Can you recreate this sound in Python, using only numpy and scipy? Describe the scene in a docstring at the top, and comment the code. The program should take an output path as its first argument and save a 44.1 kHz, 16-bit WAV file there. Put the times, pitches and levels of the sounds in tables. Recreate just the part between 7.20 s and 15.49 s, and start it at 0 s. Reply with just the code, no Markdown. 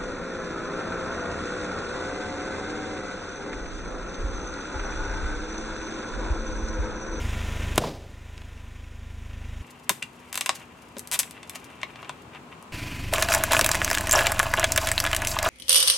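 """A car tyre creeps over three things in turn, outdoors, the microphone close to the ground.
An inflatable ball bursts and blows out its air beside the idling engine. A row of table-tennis balls
cracks and springs back on asphalt, in stereo and a little to the left. Then foil trays buckle, crease
and crinkle while an engine idles again. Hard cuts join the three; the first and last are mono."""
import sys
import numpy as np
from scipy import signal
from scipy.fft import rfft, irfft, next_fast_len
from scipy.io import wavfile

SR = 44100
rng = np.random.default_rng(int(sys.argv[2]) if len(sys.argv) > 2 else 0)


def store_pcm(level_fs):
    """Save levels as 16-bit WAV."""
    pcm = np.round(np.clip(level_fs, -1, 1) * 32767).astype(np.int16)
    wavfile.write(sys.argv[1], SR, np.atleast_2d(pcm).T)


N = 365588
T = np.arange(N) / SR


def from_db(db):
    """Decibels to gain."""
    return np.exp(np.asarray(db) * (np.log(10) / 20))


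def rms_one(x):
    """Scale to an rms of 1."""
    return x / np.sqrt(np.mean(x ** 2) + 1e-20)


def gains_in_time(rows):
    """One gain curve for each level column of (time [s], level [dB], ...)."""
    times, *columns = np.transpose(rows)
    return [from_db(np.interp(T, times, levels)) for levels in columns]


def add(out, s, sound):
    """Mix a sound in at time s."""
    start = int(s * SR)
    out[start:start + len(sound)] += sound[:max(N - start, 0)]


def band(x, low_hz, high_hz, order=2):
    """Causal band-pass."""
    edges = [low_hz, min(high_hz, .45 * SR)]
    return signal.sosfilt(signal.butter(order, edges, "band", fs=SR, output="sos"), x)


def coloured(x, colour):
    """Give a steady sound a spectrum that falls away beyond its ends; rms 1."""
    hz, db = np.transpose(colour)
    size = next_fast_len(N, True)
    f = np.maximum(np.arange(size // 2 + 1) * SR / size, 1)
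    ends = np.minimum(f / hz[0], 1) ** 2 * np.minimum(hz[-1] / f, 1) ** 2
    shape = from_db(np.interp(np.log(f), np.log(hz), db))
    return rms_one(irfft(rfft(x, size) * ends * shape, size)[:N])


def drift(per_s):
    """A random wander around zero, with a spread of about 1."""
    knots = rng.standard_normal(N // 20)
    return np.interp(T * per_s, np.arange(len(knots)), knots)


def swell(s, attack_s, hold_s, t60):
    """An envelope that rises from time s, holds and dies away."""
    out, t = np.zeros(N), T[:SR]
    decay = from_db(-60 * np.maximum(t - attack_s - hold_s, 0) / t60)
    add(out, s, np.minimum(t / attack_s, 1) * decay)
    return out


def grains(per_s, spread_db, clump_db, clumps_per_s=90):
    """Tiny impulses of uneven size that come in clumps."""
    born = rng.random(N) < per_s / SR
    sizes = from_db(spread_db * np.minimum(rng.exponential(1, N), 3) + clump_db * drift(clumps_per_s))
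    return born * sizes * rng.choice([-1, 1], N)


def snap(level_db, low_hz, high_hz, tear_t60, rise_t60, evenness=0, order=2):
    """A fracture spreads and dies; level is rms over 5 ms. Evenness: 0 a ragged tear, 1 a clean break."""
    t = T[:SR // 6]
    envelope = from_db(-60 * t / tear_t60) * (1 - from_db(-60 * t / rise_t60))
    spectrum = rfft(rng.standard_normal(len(t)) * envelope)
    force = irfft(spectrum / np.abs(spectrum) ** evenness)[:len(t) // 2]
    sound = band(force, low_hz, high_hz, order)
    return from_db(level_db) * sound / np.linalg.norm(sound) * np.sqrt(SR / 200)


def ring(x, modes, scatter=0):
    """Draw energy into resonances (pitch [Hz], width [Hz], gain [dB]); scatter detunes each by chance."""
    out = x
    for hz, width, db in modes:
        centre = min(hz * np.exp(scatter * rng.standard_normal()), .45 * SR)
        resonator = signal.iirpeak(centre, centre / width, fs=SR)
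        out = out + from_db(db) * signal.lfilter(*resonator, x + 1e-18)
    return out * np.linalg.norm(x) / np.linalg.norm(out)


def dying_noise(t60):
    """A burst of noise with unit energy."""
    t = T[:SR // 2]
    burst = rng.standard_normal(len(t)) * from_db(-60 * t / t60)
    return burst / np.linalg.norm(burst)


def reflections(x, near_db, near_t60, far_db, far_t60):
    """Close echoes off ground, wheel and body reach the microphone with a faint tail from farther off."""
    response = from_db(near_db) * dying_noise(near_t60) + from_db(far_db) * dying_noise(far_t60)
    delay = np.zeros(int(0.00195 * SR))
    return signal.fftconvolve(x, np.concatenate([delay, response]))[:N]


def mid_side(mid, side, side_db):
    """Left and right from a mid-side pair."""
    return mid + from_db(side_db) * side * [[1], [-1]]


def tones(lines, waver_hz):
    """Slightly unsteady tones of spinning parts."""
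    return sum(np.sqrt(2) * from_db(db) * np.sin(2 * np.pi * np.cumsum(hz + waver_hz * drift(25)) / SR)
               for hz, db in lines)


def engine(levels, orders, clatter, whine, firing_hz, fires_at_s, throb, wander_hz, uneven, smear):
    """Each firing sends out a low exhaust pulse, smeared by the pipe, and swells the mechanical noise."""
    exhaust, mechanical = gains_in_time(levels)
    phase = 2 * np.pi * (np.cumsum(firing_hz + wander_hz * drift(8)) / SR - firing_hz * fires_at_s)
    pulses = sum(from_db(db) * (1 + uneven * drift(18)) * np.cos(k * phase + smear * (k - 2) ** 2)
                 for k, db in orders)
    rattle = coloured(rng.standard_normal(N), clatter) * (1 + throb * np.cos(phase))
    return exhaust * rms_one(pulses) + mechanical * (rattle + tones(whine, waver_hz=13.86))


# the first engine's idle as heard: suddenly softer after the burst, then slowly recovering
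# (time [s], exhaust [dB], mechanical noise [dB])
FIRST_IDLE = [(0, -29.5, -36.5), (0.57, -29, -37), (0.62, -39, -55), (0.85, -43, -52), (1.2, -40.5, -49.5),
              (1.75, -39.5, -51.5), (2.42, -34.5, -48)]
# its exhaust harmonics (multiple of the firing rate, relative level [dB])
FIRST_ORDERS = [(1, 0), (2, 0), (3, 1.5), (4, -3.5), (8, -22.5), (9, -15.5)]
# spectra of its clatter, whine and belt (frequency [Hz], relative level [dB])
FIRST_CLATTER = [(60, -7.5), (145, -11.5), (240, -15), (400, -19.5), (800, -23.5), (1400, -26.5),
                 (1900, -25.5), (2900, -28.5), (3700, -29), (4300, -37.5), (6800, -34.5), (9000, -42),
                 (16000, -50)]
FIRST_WHINE = [(233, -15.5), (1001, -16), (1416, -19), (1809, -18), (6750, -27), (9135, -30), (12193, -36)]
BELT_COLOUR = [(1400, -5.5), (1560, -1), (1680, -10), (1850, -1.5), (2100, -2), (2550, 0), (3200, -7),
               (4500, -24), (5950, -14), (6300, -24), (6850, -17), (7600, -27)]


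def first_engine():
    """An engine idles evenly beside the ball; its belt rasps along with the mechanical noise."""
    idle = engine(FIRST_IDLE, FIRST_ORDERS, FIRST_CLATTER, FIRST_WHINE, firing_hz=25.91, fires_at_s=.018,
                  throb=0.14, wander_hz=0.031, uneven=0.026, smear=0.218)
    _, mechanical = gains_in_time(FIRST_IDLE)
    rasp = coloured(grains(per_s=1500, spread_db=1.5, clump_db=3.0), BELT_COLOUR)
    return idle + from_db(-7.5) * mechanical * rasp


# ranges of a break's body, crack and fizz (low edge [Hz], high edge [Hz])
FRACTURE_BANDS = [(600, 1360), (1550, 3760), (4700, 12150)]


def fractures(rows, body_t60, crack_t60, fizz_t60, rise_t60, modes=(), scatter=0):
    """Every break has a low body, a crack and a bright fizz; a hollow thing rings with it."""
    out = np.zeros(N)
    body_band, crack_band, (fizz_low, fizz_high) = FRACTURE_BANDS
    for s, body_db, crack_db, fizz_db in rows:
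        # a soft break, with less fizz than crack, also reaches less high
        reach = np.clip(from_db(0.53 * (fizz_db - crack_db)), .6, 1)
        body = snap(body_db, *body_band, body_t60, rise_t60, evenness=1)
        crack = snap(crack_db, *crack_band, crack_t60, rise_t60, evenness=0.77)
        fizz = snap(fizz_db, fizz_low, reach * fizz_high, fizz_t60, rise_t60, evenness=1)
        add(out, s, ring(body + crack + fizz, modes, scatter))
    return out


# the ball's skin strains, tears and later crackles (time [s], body [dB], crack [dB], fizz [dB])
SKIN_BREAKS = [(0.5586, -50, -44, -37), (0.5783, -20.5, -20.5, -20.5), (0.5809, -24, -21.5, -27),
               (1.178, -63, -45, -52), (1.218, -48, -48, -69)]
# the torn skin flaps (time [s], level [dB], pitch [Hz])
SKIN_FLAPS = [(0.619, -27, 540), (0.638, -26.5, 1040), (0.642, -29, 520), (0.657, -33, 500),
              (0.679, -30, 480)]


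def bursting_ball():
    """The skin tears with a bang and a low boom, then flaps in the escaping air."""
    bang = fractures(SKIN_BREAKS, body_t60=0.012, crack_t60=0.0103, fizz_t60=0.0053, rise_t60=0.00031)
    boom = snap(level_db=-15, low_hz=225, high_hz=624, tear_t60=0.035, rise_t60=0.00091, evenness=1)
    add(bang, 0.578, boom)
    for s, db, hz in SKIN_FLAPS:
        add(bang, s, snap(db, hz / 1.11, hz * 1.21, tear_t60=0.0088, rise_t60=.002))
    return bang + reflections(bang, near_db=-11.5, near_t60=0.037, far_db=-26, far_t60=0.28)


# a puff, a longer rush and a last leak (time [s], attack [s], hold [s], t60 [s], level [dB])
OUTFLOW = [(0.576, .003, .002, 0.07, -24.5), (0.584, 0.04, 0.054, 0.14, -29),
           (0.68, 0.022, 0.066, .8, -43.5)]
# spectrum of the escaping air (frequency [Hz], relative level [dB])
RUSH_COLOUR = [(35, -42), (60, -7), (135, 2.5), (229, -4.5), (418, -4), (577, -5.5), (1130, -15.5),
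               (1390, -21), (5060, -23.5), (15000, -42)]


def escaping_air():
    """Air flutters out through the split in the ball."""
    flow = sum(from_db(db) * swell(s, attack_s, hold_s, t60) for s, attack_s, hold_s, t60, db in OUTFLOW)
    return flow * coloured(rng.standard_normal(N), RUSH_COLOUR) * from_db(2 * drift(110))


# the air over the asphalt (time [s], level [dB])
STREET_LEVELS = [(2.45, -51.5), (3.79, -50), (5.5, -47.5)]
# spectra of that air and of the car's hum (frequency [Hz], relative level [dB])
STREET_COLOUR = [(24, -71), (40, -22), (64, -2.5), (145, 0.5), (206, -2.5), (244, -1.5), (306, -3),
                 (422, -4), (554, -9), (1060, -6), (1780, -18), (2640, -19.5), (5290, -30), (7490, -28.5),
                 (15000, -43)]
CAR_HUM = [(242.2, -60)]


def street():
    """A low outdoor rumble, wider above the bass; the quiet car's hum fades as it moves on."""
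    mid, side = [coloured(rng.standard_normal(N), STREET_COLOUR) for _ in range(2)]
    air = mid_side(mid, band(side, 1040, 7400, order=1), side_db=0.5)
    hum = gains_in_time([(3.0, 3.0), (4.5, -2.0)])[0] * tones(CAR_HUM, waver_hz=2.6)
    return gains_in_time(STREET_LEVELS)[0] * air + hum


# grit under the rolling tread (time [s], level [dB])
GRIT_LEVELS = [(2.45, -57), (2.95, -59), (3.2, -52), (3.65, -59.5), (4.15, -56), (4.45, -53), (4.85, -51),
               (5.05, -61)]
# a dented shell drags on the asphalt (time [s], length [s], grit [dB], splinters [dB])
SCRAPES = [(3.331, 0.059, -56, -47.5), (3.375, 0.076, -50.5, -45.5), (4.153, .037, -53, -71),
           (4.326, 0.048, -42.5, -42), (5.121, 0.065, -47, -66), (5.313, 0.022, -46, -68)]


def grinding(rolled_off_s=4.62, fade_db_per_s=31):
    """Grit and splinters grind under the tread; the splinters fade once the tyre leaves the last ball."""
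    grit_gain = gains_in_time(GRIT_LEVELS)[0]
    splinter_gain = from_db(-61.5 - fade_db_per_s * np.maximum(T - rolled_off_s, 0))
    for s, length, grit_db, splinter_db in SCRAPES:
        drag = np.hanning(int(length * SR))
        add(grit_gain, s, from_db(grit_db) * drag)
        add(splinter_gain, s, from_db(splinter_db) * drag)
    grit = coloured(grains(per_s=2200, spread_db=5.6, clump_db=2.5),
                    [(700, 0.5), (1500, 0), (2800, 3), (4500, -19)])
    splinters = coloured(grains(per_s=890, spread_db=1.2, clump_db=9.8),
                         [(3500, 4.5), (7500, 6), (12000, 1.5), (15000, -10)])
    return grit_gain * grit + splinter_gain * splinters


# table-tennis shells crack and spring back (time [s], body [dB], crack [dB], fizz [dB])
SHELL_CRACKS = [(2.6934, -24, -19.5, -17), (2.6989, -29, -29, -30), (2.826, -53, -31, -35.5),
                (3.1753, -34.5, -27.5, -26), (3.2096, -36, -24, -26), (3.2606, -34.5, -25, -27),
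                (3.2922, -22.5, -18, -23.5), (3.7673, -45, -41.5, -50), (3.7839, -62, -52, -37),
                (3.7936, -60, -44, -33.5), (3.8735, -58, -47, -39), (4.0305, -50, -34, -38.5),
                (4.1095, -53, -46, -40.5), (4.2301, -47, -41, -47.5), (4.2958, -47, -39, -34.5),
                (4.3592, -41, -49, -63), (4.6153, -52, -43, -50), (4.6312, -31.5, -31, -51),
                (4.7571, -45, -43, -66), (4.8283, -40.5, -45, -65), (4.846, -46, -46, -60),
                (4.8937, -31, -34, -40.5), (5.1468, -46, -46, -66), (5.4257, -46, -69, -50.5)]
# shell resonances, rung by every crack (pitch [Hz], width [Hz], gain [dB])
SHELL_MODES = [(1040, 40, 4), (2580, 22, -4), (3620, 56, 2), (7750, 61, 1), (8560, 500, 0.5),
               (11700, 200, 3)]
# trapped air thumps out of a collapsing ball (time [s], level [dB], pitch [Hz])
AIR_THUMPS = [(2.694, -40, 700), (2.705, -32.5, 233), (3.292, -27, 616), (3.767, -34, 234)]
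# a shell that is still hollow rings on (time [s], pitch [Hz], level [dB], t60 [s])
SHELL_RINGS = [(2.823, 2680, -26.5, 0.035), (2.826, 2810, -31.5, 0.099), (2.825, 2400, -22, 0.016),
               (4.6319, 2200, -13, 0.0068)]


def table_tennis_balls():
    """Thin shells crack one after another, grind under the tread and spring back behind it."""
    shells = fractures(SHELL_CRACKS + split_cracks(), body_t60=0.011, crack_t60=0.012, fizz_t60=0.0027,
                       rise_t60=0.0087, modes=SHELL_MODES, scatter=0.049)
    for s, db, hz in AIR_THUMPS:
        add(shells, s, snap(db, hz / 2, hz * 2.3, tear_t60=0.045, rise_t60=0.0011))
    t = T[:SR]
    for s, hz, db, t60 in SHELL_RINGS:
        add(shells, s, np.sin(2 * np.pi * hz * t) * from_db(db - 60 * t / t60))
    shells += grinding()
    mid, side = [reflections(shells, near_db=-7.5, near_t60=0.078, far_db=-16.5, far_t60=0.3)
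                 for _ in range(2)]
    return shells + mid_side(mid, side, side_db=-4)


# a split runs through a shell (time [s], first step [s], steps,
# crack at start, middle and end [dB], fizz at start, middle and end [dB])
SHELL_SPLITS = [(3.128, .015, 3, -35.5, -34, -30.5, -33.5, -36, -29),
                (3.9143, 0.0072, 13.2, -33, -31, -40, -28.5, -29, -40),
                (3.9909, .0042, 5.2, -30, -31, -32, -17, -25, -29)]


def split_cracks(body_below_db=8, step_ratio=.8, shortest_s=.0025):
    """Rows for fractures(): the small cracks of a split come faster, down to an uneven shortest step."""
    rows = []
    for s, step_s, steps, *course_db in SHELL_SPLITS:
        for progress in np.linspace(0, 1, round(steps)):
            crack_db = np.interp(progress, [0, .5, 1], course_db[:3])
            fizz_db = np.interp(progress, [0, .5, 1], course_db[3:])
            rows.append((s, crack_db - body_below_db, crack_db, fizz_db))
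            s += step_s
            step_s = max(step_s * step_ratio, shortest_s * (.5 + rng.random()))
    return rows


# the second engine's idle as heard (time [s], exhaust [dB], mechanical noise [dB])
SECOND_IDLE = [(5.5, -43, -34.5), (5.9, -33, -38), (6.4, -36.5, -34), (7.0, -33, -38.5), (7.6, -34, -39),
               (8.29, -34, -40)]
# its exhaust harmonics (multiple of the firing rate, relative level [dB])
SECOND_ORDERS = [(1, 3), (2, -5.5), (3, 0.5), (4, 0), (5, -2.5), (8, -12.5)]
# spectra of its clatter and whine (frequency [Hz], relative level [dB])
SECOND_CLATTER = [(35, -9), (60, -9), (108, -4), (222, -11.5), (294, -6.5), (480, -25), (636, -17.5),
                  (803, -23), (1400, -22), (2520, -15), (3670, -26), (5330, -28), (14200, -38),
                  (16000, -44)]
SECOND_WHINE = [(1001, -16.5), (2492, -15), (4474, -25)]


def second_engine():
    """Beside the trays an engine idles, slower and less evenly."""
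    return engine(SECOND_IDLE, SECOND_ORDERS, SECOND_CLATTER, SECOND_WHINE, firing_hz=23.75,
                  fires_at_s=5.548, throb=0.22, wander_hz=0.275, uneven=0.23, smear=0.353)


def facets(flips, low_hz, high_hz, reach, t60=0.011, kinds=14):
    """Each flip of a foil facet is a brief rattle in one of several bands, a ratio reach either side."""
    dealt = rng.integers(0, kinds, N)
    rattles = [snap(0, hz / reach, hz * reach, t60, rise_t60=0.001) * np.sqrt(hz)
               for hz in np.geomspace(low_hz, high_hz, kinds)]
    out = np.zeros(N)
    for i in np.flatnonzero(flips):
        add(out, i / SR, flips[i] * rattles[dealt[i]])
    return out


# a stretch of pleated wall folds down (time [s], length [s], crunch [dB], crinkle [dB])
WALL_FOLDS = [(5.931, .092, -28, -33.5), (6.084, 0.07, -27, -30.5), (6.306, 0.032, -24, -28.5),
              (6.529, 0.021, -29.5, -34), (6.93, 0.063, -22.5, -30.5), (7.012, 0.064, -27, -36.5),
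              (7.218, 0.052, -32.5, -44), (7.366, 0.046, -29, -43), (7.61, 0.065, -31, -37),
              (8.068, 0.016, -42, -30), (8.237, .071, -26, -32.5)]
# spectra of coarse pleats and of the finest wrinkles (frequency [Hz], relative level [dB])
CRUNCH_COLOUR = [(250, -11), (450, -2.5), (640, -3), (900, 0), (1600, -6), (2600, -7.5), (4000, -11.5),
                 (7000, -75)]
CRINKLE_COLOUR = [(1800, -9), (3200, -7.5), (4800, 0.5), (7300, -2.5), (10000, -4.5), (15000, -8)]


def crumpling(first_tray_s=5.925):
    """Once the tyre meets the first tray, foil keeps crumpling under it and surges with every fold."""
    pressed = T > first_tray_s
    crunch, crinkle = pressed * from_db(-36.5), pressed * from_db(-42)
    for s, length, crunch_db, crinkle_db in WALL_FOLDS:
        surge = swell(s, attack_s=0.0042, hold_s=length, t60=0.33)
        crunch = np.maximum(crunch, from_db(crunch_db) * surge)
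        crinkle = np.maximum(crinkle, from_db(crinkle_db) * surge)
    coarse_flips = grains(per_s=1500, spread_db=4, clump_db=2, clumps_per_s=130)
    pleats = facets(coarse_flips, low_hz=392, high_hz=3650, reach=1.37)
    fine_flips = grains(per_s=1200, spread_db=3.5, clump_db=2.5, clumps_per_s=130)
    wrinkles = facets(fine_flips, low_hz=2170, high_hz=14700, reach=1.32)
    return crunch * coloured(pleats, CRUNCH_COLOUR) + crinkle * coloured(wrinkles, CRINKLE_COLOUR)


# loud snaps of the foil (time [s], buckle [dB], buckle pitch [Hz], buckle t60 [s], crease [dB])
FOIL_SNAPS = [(5.927, -34, 920, 0.0069, -40), (5.9366, -20, 1880, 0.015, -22.5),
              (5.959, -23.5, 2160, 0.016, -38), (5.982, -23.5, 1570, 0.0094, -34),
              (6.0238, -18.5, 2720, 0.029, -20.5), (6.086, -23, 1890, 0.017, -33),
              (6.12, -18.5, 1850, 0.03, -26), (6.1377, -20, 1620, 0.029, -21),
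              (6.148, -21, 1650, 0.033, -17.5), (6.237, -19, 1680, 0.012, -19.5),
              (6.32, -20.5, 2530, .021, -23), (6.332, -17.5, 1590, 0.013, -19.5),
              (6.3476, -20, 1740, .0064, -32), (6.367, -16, 1740, 0.0017, -30),
              (6.3922, -16.5, 1610, 0.014, -18.5), (6.411, -19.5, 1980, 0.022, -18),
              (6.444, -19.5, 2930, 0.019, -21.5), (6.4622, -24, 1780, 0.0087, -19.5),
              (6.49, -21.5, 1555, .016, -25), (6.515, -23.5, 1680, 0.011, -18.5),
              (6.546, -24, 1490, .008, -31), (6.552, -23, 2000, 0.01, -26), (6.617, -17, 1800, 0.0013, -40),
              (6.646, -26.5, 1880, 0.011, -19.5), (6.678, -25, 1680, 0.0034, -35),
              (6.701, -26, 1750, .005, -27.5), (6.7124, -20.5, 1414, .022, -22.5),
              (6.7302, -25.5, 1880, 0.0075, -28.5), (6.744, -26, 2320, 0.015, -36),
              (6.7494, -22, 2490, .0042, -25), (6.774, -23, 2140, .0034, -34),
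              (6.783, -27, 2100, .016, -26.5), (6.809, -28, 1760, .012, -29.5),
              (6.871, -26, 2120, .014, -29), (6.894, -25.5, 1800, .012, -29), (6.911, -28, 2220, .008, -19),
              (6.9208, -30, 1980, .008, -30), (6.9281, -25, 2040, .018, -18),
              (6.9513, -27, 1310, .011, -26), (6.99, -20, 2180, .018, -26.5),
              (7.008, -21.5, 1380, 0.0077, -32), (7.06, -23, 2430, .018, -34),
              (7.068, -14.5, 1950, 0.0094, -22), (7.119, -24, 1480, .02, -24),
              (7.193, -20, 1580, 0.0025, -20.5), (7.199, -14.5, 1737, 0.0035, -31.5),
              (7.229, -28, 1700, .012, -29.5), (7.338, -16.5, 1500, 0.0019, -26),
              (7.372, -26, 2030, .016, -39), (7.396, -27, 1680, .014, -23.5),
              (7.429, -21.5, 1870, .025, -44), (7.442, -15, 2375, 0.019, -20.5),
              (7.52, -30, 1950, 0.012, -18.5), (7.561, -24, 1890, .014, -23),
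              (7.5761, -15, 2360, 0.032, -18.5), (7.6714, -23, 2410, 0.019, -25.5),
              (7.688, -26, 1900, 0.025, -27), (7.7158, -22.5, 1910, 0.0072, -20),
              (7.779, -15, 2800, 0.0026, -33), (7.789, -31, 2820, .0018, -47),
              (7.8016, -21.5, 3000, 0.0055, -21.5), (7.84, -23.5, 1500, 0.032, -28.5),
              (7.851, -22.5, 2060, 0.0096, -37), (7.8636, -23.5, 2110, .0066, -30.5),
              (7.872, -25, 2210, 0.0045, -39), (7.914, -28, 2370, 0.0035, -34),
              (7.9302, -18.5, 2070, .022, -30), (7.9477, -25, 2010, 0.012, -27),
              (7.964, -24, 2900, 0.014, -22.5), (8.019, -26, 1750, 0.021, -32.5),
              (8.049, -25.5, 1930, .007, -30), (8.0715, -25, 3390, 0.0069, -22),
              (8.1882, -23, 2350, .0062, -25.5), (8.2283, -26.5, 1210, 0.012, -26)]


def buckles_and_creases(buckle_reach=1.61, crease_reach=1.48, panel_q=53, scatter=.11):
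    """A panel flips at a pitch set by its size and jolts the wall; a crease at its edge ticks and tears."""
    out = np.zeros(N)
    for s, db, hz, t60, crease_db in FOIL_SNAPS:
        crease_hz, wall_hz = np.array([7200, 0.44 * hz]) * np.exp(scatter * rng.standard_normal(2))
        buckle = snap(db, hz / buckle_reach, hz * buckle_reach, t60,
                      rise_t60=0.0016, evenness=0.29, order=3)
        wall = snap(db - 8.5, wall_hz / buckle_reach, wall_hz * buckle_reach, t60,
                    rise_t60=0.0016, evenness=0.38)
        crease = snap(crease_db, crease_hz / crease_reach, crease_hz * crease_reach,
                      tear_t60=0.01, rise_t60=0.0039)
        tick = snap(crease_db - 5, low_hz=3500, high_hz=14600, tear_t60=0.0019, rise_t60=0.0015)
        panel_modes = [(ratio * hz, ratio * hz / panel_q, 0) for ratio in (.66, 1, 1.5, 2.4, 3.5, 4.6)]
        add(out, s, tick + ring(buckle + wall + crease, panel_modes, scatter))
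    return out


# a tray's floor caves in (time [s], level [dB], pitch [Hz])
FLOOR_DENTS = [(5.928, -23.5, 624), (5.938, -28.5, 487), (6.136, -33, 560), (6.334, -22, 880),
               (6.393, -30, 730), (6.413, -24.5, 513), (6.446, -28, 670), (6.713, -25, 850),
               (6.952, -20, 990), (6.974, -23, 910), (7.009, -23, 950), (7.199, -23, 970),
               (7.339, -21.5, 1070), (7.435, -24.5, 655), (7.579, -29, 640), (8.166, -22, 920),
               (8.262, -21, 1150)]


def dents(reach=1.217):
    """The broad floor of a tray gives way with a dull, hollow pop."""
    out = np.zeros(N)
    for s, db, hz in FLOOR_DENTS:
        add(out, s, snap(db, hz / reach, hz * reach, tear_t60=0.014, rise_t60=.002, evenness=0.24))
    return out


# the second tray skids under the tread (time [s], pitch [Hz], level [dB])
SKID_SQUEAKS = [(6.893, 6300, -24), (6.912, 6300, -18.5), (6.92, 7600, -15.5), (6.935, 7300, -19),
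                (6.957, 5730, -18)]


def squeaks(reach=1.054):
    """Foil sticks and slips on the rubber, each time at one narrow pitch."""
    out = np.zeros(N)
    for s, hz, db in SKID_SQUEAKS:
        add(out, s, snap(db, hz / reach, hz * reach, tear_t60=0.0049, rise_t60=0.0035))
    return out


# resonances of a whole tray (pitch [Hz], width [Hz], gain [dB])
TRAY_MODES = [(646, 67, 1.5), (1094, 18, -12), (1496, 70, -7.5), (1724, 160, -2.5), (5800, 350, -13),
              (7300, 530, -8)]


def foil_trays():
    """Buckles and creases stand out of a bed of fine crumpling; all of it rings the tray."""
    foil = from_db(0.08) * ring(crumpling() + buckles_and_creases() + dents() + squeaks(), TRAY_MODES)
    return foil + reflections(foil, near_db=-10, near_t60=0.038, far_db=-25, far_t60=1.0)


def scene(shells_from_s=2.423, trays_from_s=5.522):
    """Three set-ups at ground level, cut hard together; the middle one lies a little to the left."""
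    ball = first_engine() + bursting_ball() + escaping_air()
    shells = (street() + table_tennis_balls()) * from_db([[1.3], [-1.4]])
    trays = second_engine() + foil_trays()
    return np.where(T < shells_from_s, ball, np.where(T < trays_from_s, shells, trays))


def record(dry):
    """The tallest peaks are rounded and the top of the treble is cut."""
    ceiling, cutoff_hz = 0.8, 16000
    low_pass = signal.ellip(10, .1, 80, cutoff_hz, fs=SR, output="sos")
    return signal.sosfilt(low_pass, ceiling * np.tanh(dry / ceiling))


dry = scene()
out = record(dry)
store_pcm(out)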